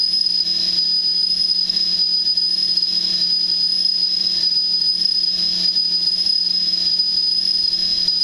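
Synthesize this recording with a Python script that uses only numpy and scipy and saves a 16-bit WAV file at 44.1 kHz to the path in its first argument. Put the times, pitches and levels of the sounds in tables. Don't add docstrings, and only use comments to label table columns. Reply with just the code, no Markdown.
import sys
import numpy as np
from scipy import signal
from scipy.fft import rfft, irfft
from scipy.io import wavfile

SR = 44100
rng = np.random.default_rng(int(sys.argv[2]) if len(sys.argv) > 2 else 0)


def inscribe(sig):
    pcm = np.round(np.clip(np.atleast_2d(sig).T, -1, 1) * 32767)
    wavfile.write(sys.argv[1], SR, pcm.astype(np.int16))


N = 362943
TIME = np.arange(N) / SR
FREQS = np.fft.rfftfreq(N, 1 / SR)
TURN_S = 1.216


# t/s, f/Hz
SQUEAL_BEND = [(0, 4975), (.16, 5068), (.21, 5052), (.26, 5010), (.35, 5002), (.425, 4975), (.455, 5072),
               (.545, 5028), (.62, 5060), (.76, 4998), (.82, 4953), (.89, 4990), (.94, 4967), (1.04, 4988),
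               (1.1, 4967), (1.14, 5005)]
# t/s, level/dB
SQUEAL_ENVELOPE = [(0.025, -12.5), (0.1, -17.5), (0.16, -19), (0.21, -14), (0.42, -15.5), (0.46, -19),
                   (0.56, -22), (0.7, -21), (0.775, -24), (0.8, -14.5), (0.86, -18.5), (0.93, -13.5),
                   (0.98, -15), (1.045, -21), (1.095, -14.5), (1.15, -19)]
# t/s, level/dB
SQUEAL_RIDE = [(0.0, -2.7), (0.2, 3.5), (0.4, -1), (1.59, 0.4), (1.69, -2.5), (1.88, 0.5), (2.48, 1),
               (2.68, -3.5), (2.97, 1), (3.07, -2.5), (3.37, -1.5), (3.47, -1.5), (4.26, 0), (4.36, -2),
               (4.46, 0.3), (6.25, -2.3), (6.35, 0.1), (8.23, 0)]
def squeal(rough, octave_db, rasp_db=-19, jitter_hz=11, wander_db=1.32):
    jitter = jitter_hz * rough * unit(flutter(3.8, 25, 50).real)
    tone = oscillator(each_turn(SQUEAL_BEND) + jitter)
    sway = np.sqrt(1 - rough ** 2) + rough * flutter(25, 30, 65)
    rasp = amp(rasp_db) * np.sqrt(rough) * flutter(40, 189, 800)
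    octave = amp(octave_db) * tone ** 2 / np.sqrt(2) * unit(1 + 0.89 * flutter(3.4, 35, 704))
    wander = wander_db * unit(flutter(1, 18, 20).real)
    level_db = each_turn(SQUEAL_ENVELOPE) + follow(SQUEAL_RIDE) + wander
    return amp(level_db) * (tone * (sway * stutter() + rasp) + octave).real


# t/s, length/s, flare level/dB (negative ducks)
BIG_BREAKS = [(0.121, 0.027, 2.5), (0.199, 0.011, 6), (0.236, 0.013, -4), (0.317, 0.013, -5),
              (0.371, 0.01, 9.5), (0.397, 0.011, 4.5), (0.449, 0.035, 2), (0.76, 0.012, 1),
              (1.431, 0.013, 3), (1.48, 0.013, -3), (1.667, 0.024, -2), (1.689, 0.012, 11.5),
              (1.726, 0.04, -2), (1.757, 0.017, 11), (2.356, 0.035, 5), (2.502, 0.015, 1),
              (2.674, 0.017, 4), (2.755, 0.032, 4), (2.815, 0.021, 7), (4.161, 0.012, 5.5),
              (4.198, 0.019, 9), (4.263, 0.0057, 7.5), (4.549, 0.015, 0), (4.806, 0.017, 7),
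              (5.044, 0.012, 12), (5.07, 0.012, -2), (6.059, 0.017, 3.5), (6.399, 0.02, 10),
              (6.441, 0.011, 0), (6.717, 0.012, 2.5), (6.984, 0.02, 2), (7.527, 0.02, -1),
              (8.069, 0.023, 4), (8.199, 0.02, -1.5)]
def stutter(depth=0.83, slip_rad=0.67, flare_delay_s=0.0067, flare_s=.006):
    gain, phase_steps = np.ones(N), np.zeros(N)
    for (at, length, flare_db), slip in zip(BIG_BREAKS + snaps(), rng.standard_normal(600)):
        near = slice(*np.searchsorted(TIME, [at - 2 * length, at + 2 * (length + flare_delay_s)]))
        t = TIME[near] - at
        dip = np.exp(-abs(2 * t / length) ** 2.45)
        flare = np.exp(-((t - length / 2 - flare_delay_s) / flare_s) ** 2)
        gain[near] *= (1 - depth * dip) * amp(flare_db * flare)
        phase_steps[near] += slip_rad * slip * dip ** 2 / np.sum(dip ** 2)
    return gain * np.exp(1j * np.cumsum(phase_steps))


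def snaps(gap_s=.031, scatter=.22, length_s=.012, busiest_s=.28):
    gap, stretch, luck = rng.random((600, 3)).T
    at = np.cumsum(gap_s * (1 + scatter * (2 * gap - 1)))
    chance = .42 + .36 * np.cos(2 * np.pi * (at - busiest_s) / TURN_S)
    clear = np.all([abs(at - big_at) > length + length_s for big_at, length, _ in BIG_BREAKS], axis=0)
    cues = np.c_[at, length_s * (.5 + stretch), np.zeros_like(at)]
    return list(cues[(luck < chance) & clear & (at < TIME[-1])])


# f/Hz, level/dB per Hz
HISS_EQ = [(700, -96.5), (1400, -89), (2400, -83.5), (3300, -75), (4400, -72), (4800, -62.5), (5200, -61.5),
           (5600, -75), (6200, -79.5), (7300, -88.5), (8800, -98), (9900, -89.5), (11300, -94.5),
           (13000, -103)]
def chip(rough, cracks_per_s=900, spread_db=4, crackle=0.36, bite_db=3):
    sizes = amp(spread_db * np.minimum(rng.exponential(1, N), 4.5)) * rng.choice([-1, 1], N)
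    cracks = unit(sizes * (rng.random(N) < cracks_per_s / SR))
    hiss = colour(rng.standard_normal(N) + crackle * cracks, HISS_EQ)
    return hiss * amp(bite_db * (rough - rough.mean()))


# f/Hz, width/Hz, level/dB
BODY_MODES = [(884, 30, -68.5), (1045, 51, -68), (1787, 40, -58), (3283, 16, -53), (3410, 62, -60.5),
              (3670, 12, -58.5), (4320, 28, -54.5), (4930, 22, -36), (5040, 11, -42.5)]
# f/Hz, width/Hz, full level/dB
SCRAPE_MODES = [(3970, 16, -47.5), (4060, 10, -46), (4065, 130, -44.5)]
def metal(mode_hz, mode_db, width_hz=26, reach_hz=170):
    body = sum(amp(db) * resonance(hz, width) for hz, width, db in BODY_MODES)
    nearness = 1 / np.hypot(1, (mode_hz - SCRAPE_MODES[1][0]) / reach_hz) ** 2
    scrape = nearness * sum(amp(db) * resonance(hz, width) for hz, width, db in SCRAPE_MODES)
    return amp(mode_db) * resonance(mode_hz, width_hz) + body + scrape


# f/Hz, level/dB
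HUM_PARTIALS = [(58, -63), (180, -46.5), (328.4, -54), (360, -57), (627, -70.5), (656.9, -59), (900, -73),
                (1313.5, -74), (1642, -70.5), (1971, -67)]
def drive(waver=0.21, drone_hz=218, drone_db=-55.5, throb=0.81, swell_at_s=0.17):
    hum = sum(amp(db) * (oscillator(hz) * (1 + waver * flutter(.2, 2.6, 22))).real
              for hz, db in HUM_PARTIALS)
    swell = 1 + throb * np.cos(2 * np.pi * 3 * (TIME - swell_at_s) / TURN_S)
    drone = (oscillator(drone_hz) * (1 + .5 * flutter(0.96, 12, 25))).real
    return hum + amp(drone_db) * unit(swell * drone)


# f/Hz, level/dB per Hz
AIR_EQ = [(15, -80.5), (55, -77.5), (80, -75.5), (100, -82.5), (190, -78), (270, -83.5), (400, -82),
          (700, -86.5), (1200, -94), (3000, -100)]
# f/Hz, level/dB per Hz
RUMBLE_EQ = [(10, -72), (28, -72.5), (55, -76), (100, -82), (300, -110)]
# t/s, level/dB
RUMBLE_RIDE = [(0, 3), (.5, -6), (1.3, 0.5), (2.6, -4), (4.2, -9), (5, 1), (6.6, -6), (7.4, 1), (7.9, 6),
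               (8.23, -4)]
def shop():
    air, rumble = rng.standard_normal((2, N))
    return colour(air, AIR_EQ) + amp(follow(RUMBLE_RIDE)) * colour(rumble, RUMBLE_EQ)


def amp(db):
    return 10 ** (np.asarray(db) / 20)


def unit(x):
    return x / np.sqrt(np.mean(abs(x) ** 2) + 1e-20)


def follow(rows):
    return np.interp(TIME, *np.transpose(rows))


def each_turn(rows):
    return np.interp(TIME, *np.transpose(rows), period=TURN_S)


def colour(white, eq):
    hz, db = np.transpose(eq)
    gain = amp(np.interp(np.log(FREQS + 1), np.log(hz), db))
    return irfft(rfft(unit(white)) * gain * np.sqrt(SR / 2), N)


def flutter(slow_hz, fast_hz, top_hz):
    f = abs(np.fft.fftfreq(N, 1 / SR))
    shape = f / np.hypot(f, slow_hz) / np.hypot(f, fast_hz) / (1 + (f / top_hz) ** 4)
    noise = rng.standard_normal(N) + 1j * rng.standard_normal(N)
    return unit(np.fft.ifft(shape * noise))


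def oscillator(hz):
    cycles = np.cumsum(hz * np.ones(N)) / SR + rng.random()
    return np.sqrt(2) * np.exp(2j * np.pi * cycles)


def resonance(hz, width_hz):
    return (oscillator(hz) * flutter(.01, width_hz / 2, width_hz * 4)).real


# t/s, roughness/0-1, octave level/dB re squeal, second tool mode f/Hz, its level/dB
CUT_AUTOMATION = [(0, 0.02, -33.5, 4280, -40), (.15, 0.6, -30, 4310, -45), (.36, 0.5, -37, 4310, -37),
                  (0.439, 0.37, -42, 4130, -44), (.54, 0.36, -43.5, 4070, -47.5),
                  (.74, 0.45, -45, 4080, -44.5), (.85, 0.3, -40, 4160, -44.5),
                  (0.95, 0.26, -35.5, 4250, -46), (1.1, 0.08, -38, 4280, -41.5)]
def scene():
    times, *lanes = np.transpose(CUT_AUTOMATION)
    rough, octave_db, mode_hz, mode_db = (each_turn(np.c_[times, lane]) for lane in lanes)
    return (squeal(rough, octave_db) + chip(rough) + metal(mode_hz, mode_db) + drive() + shop())[None]


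def record(dry, target_db=-18, squeeze=0.87, react_s=0.018, notch_hz=7880, high_cut_hz=12330):
    pole = np.exp(-1 / (react_s * SR))
    power = signal.lfilter([1 - pole], [1, -pole], dry[0] ** 2, zi=[pole * amp(target_db) ** 2])[0]
    over_db = 10 * np.log10(power + 1e-12) - target_db
    levelled = dry * amp(-squeeze * over_db)
    notch = 1 - np.exp(-((FREQS - notch_hz) / 260) ** 6)
    high_cut = 1 / np.sqrt(1 + (FREQS / high_cut_hz) ** 40)
    return irfft(rfft(levelled) * notch * high_cut, N)


dry = scene()
out = record(dry)
inscribe(out)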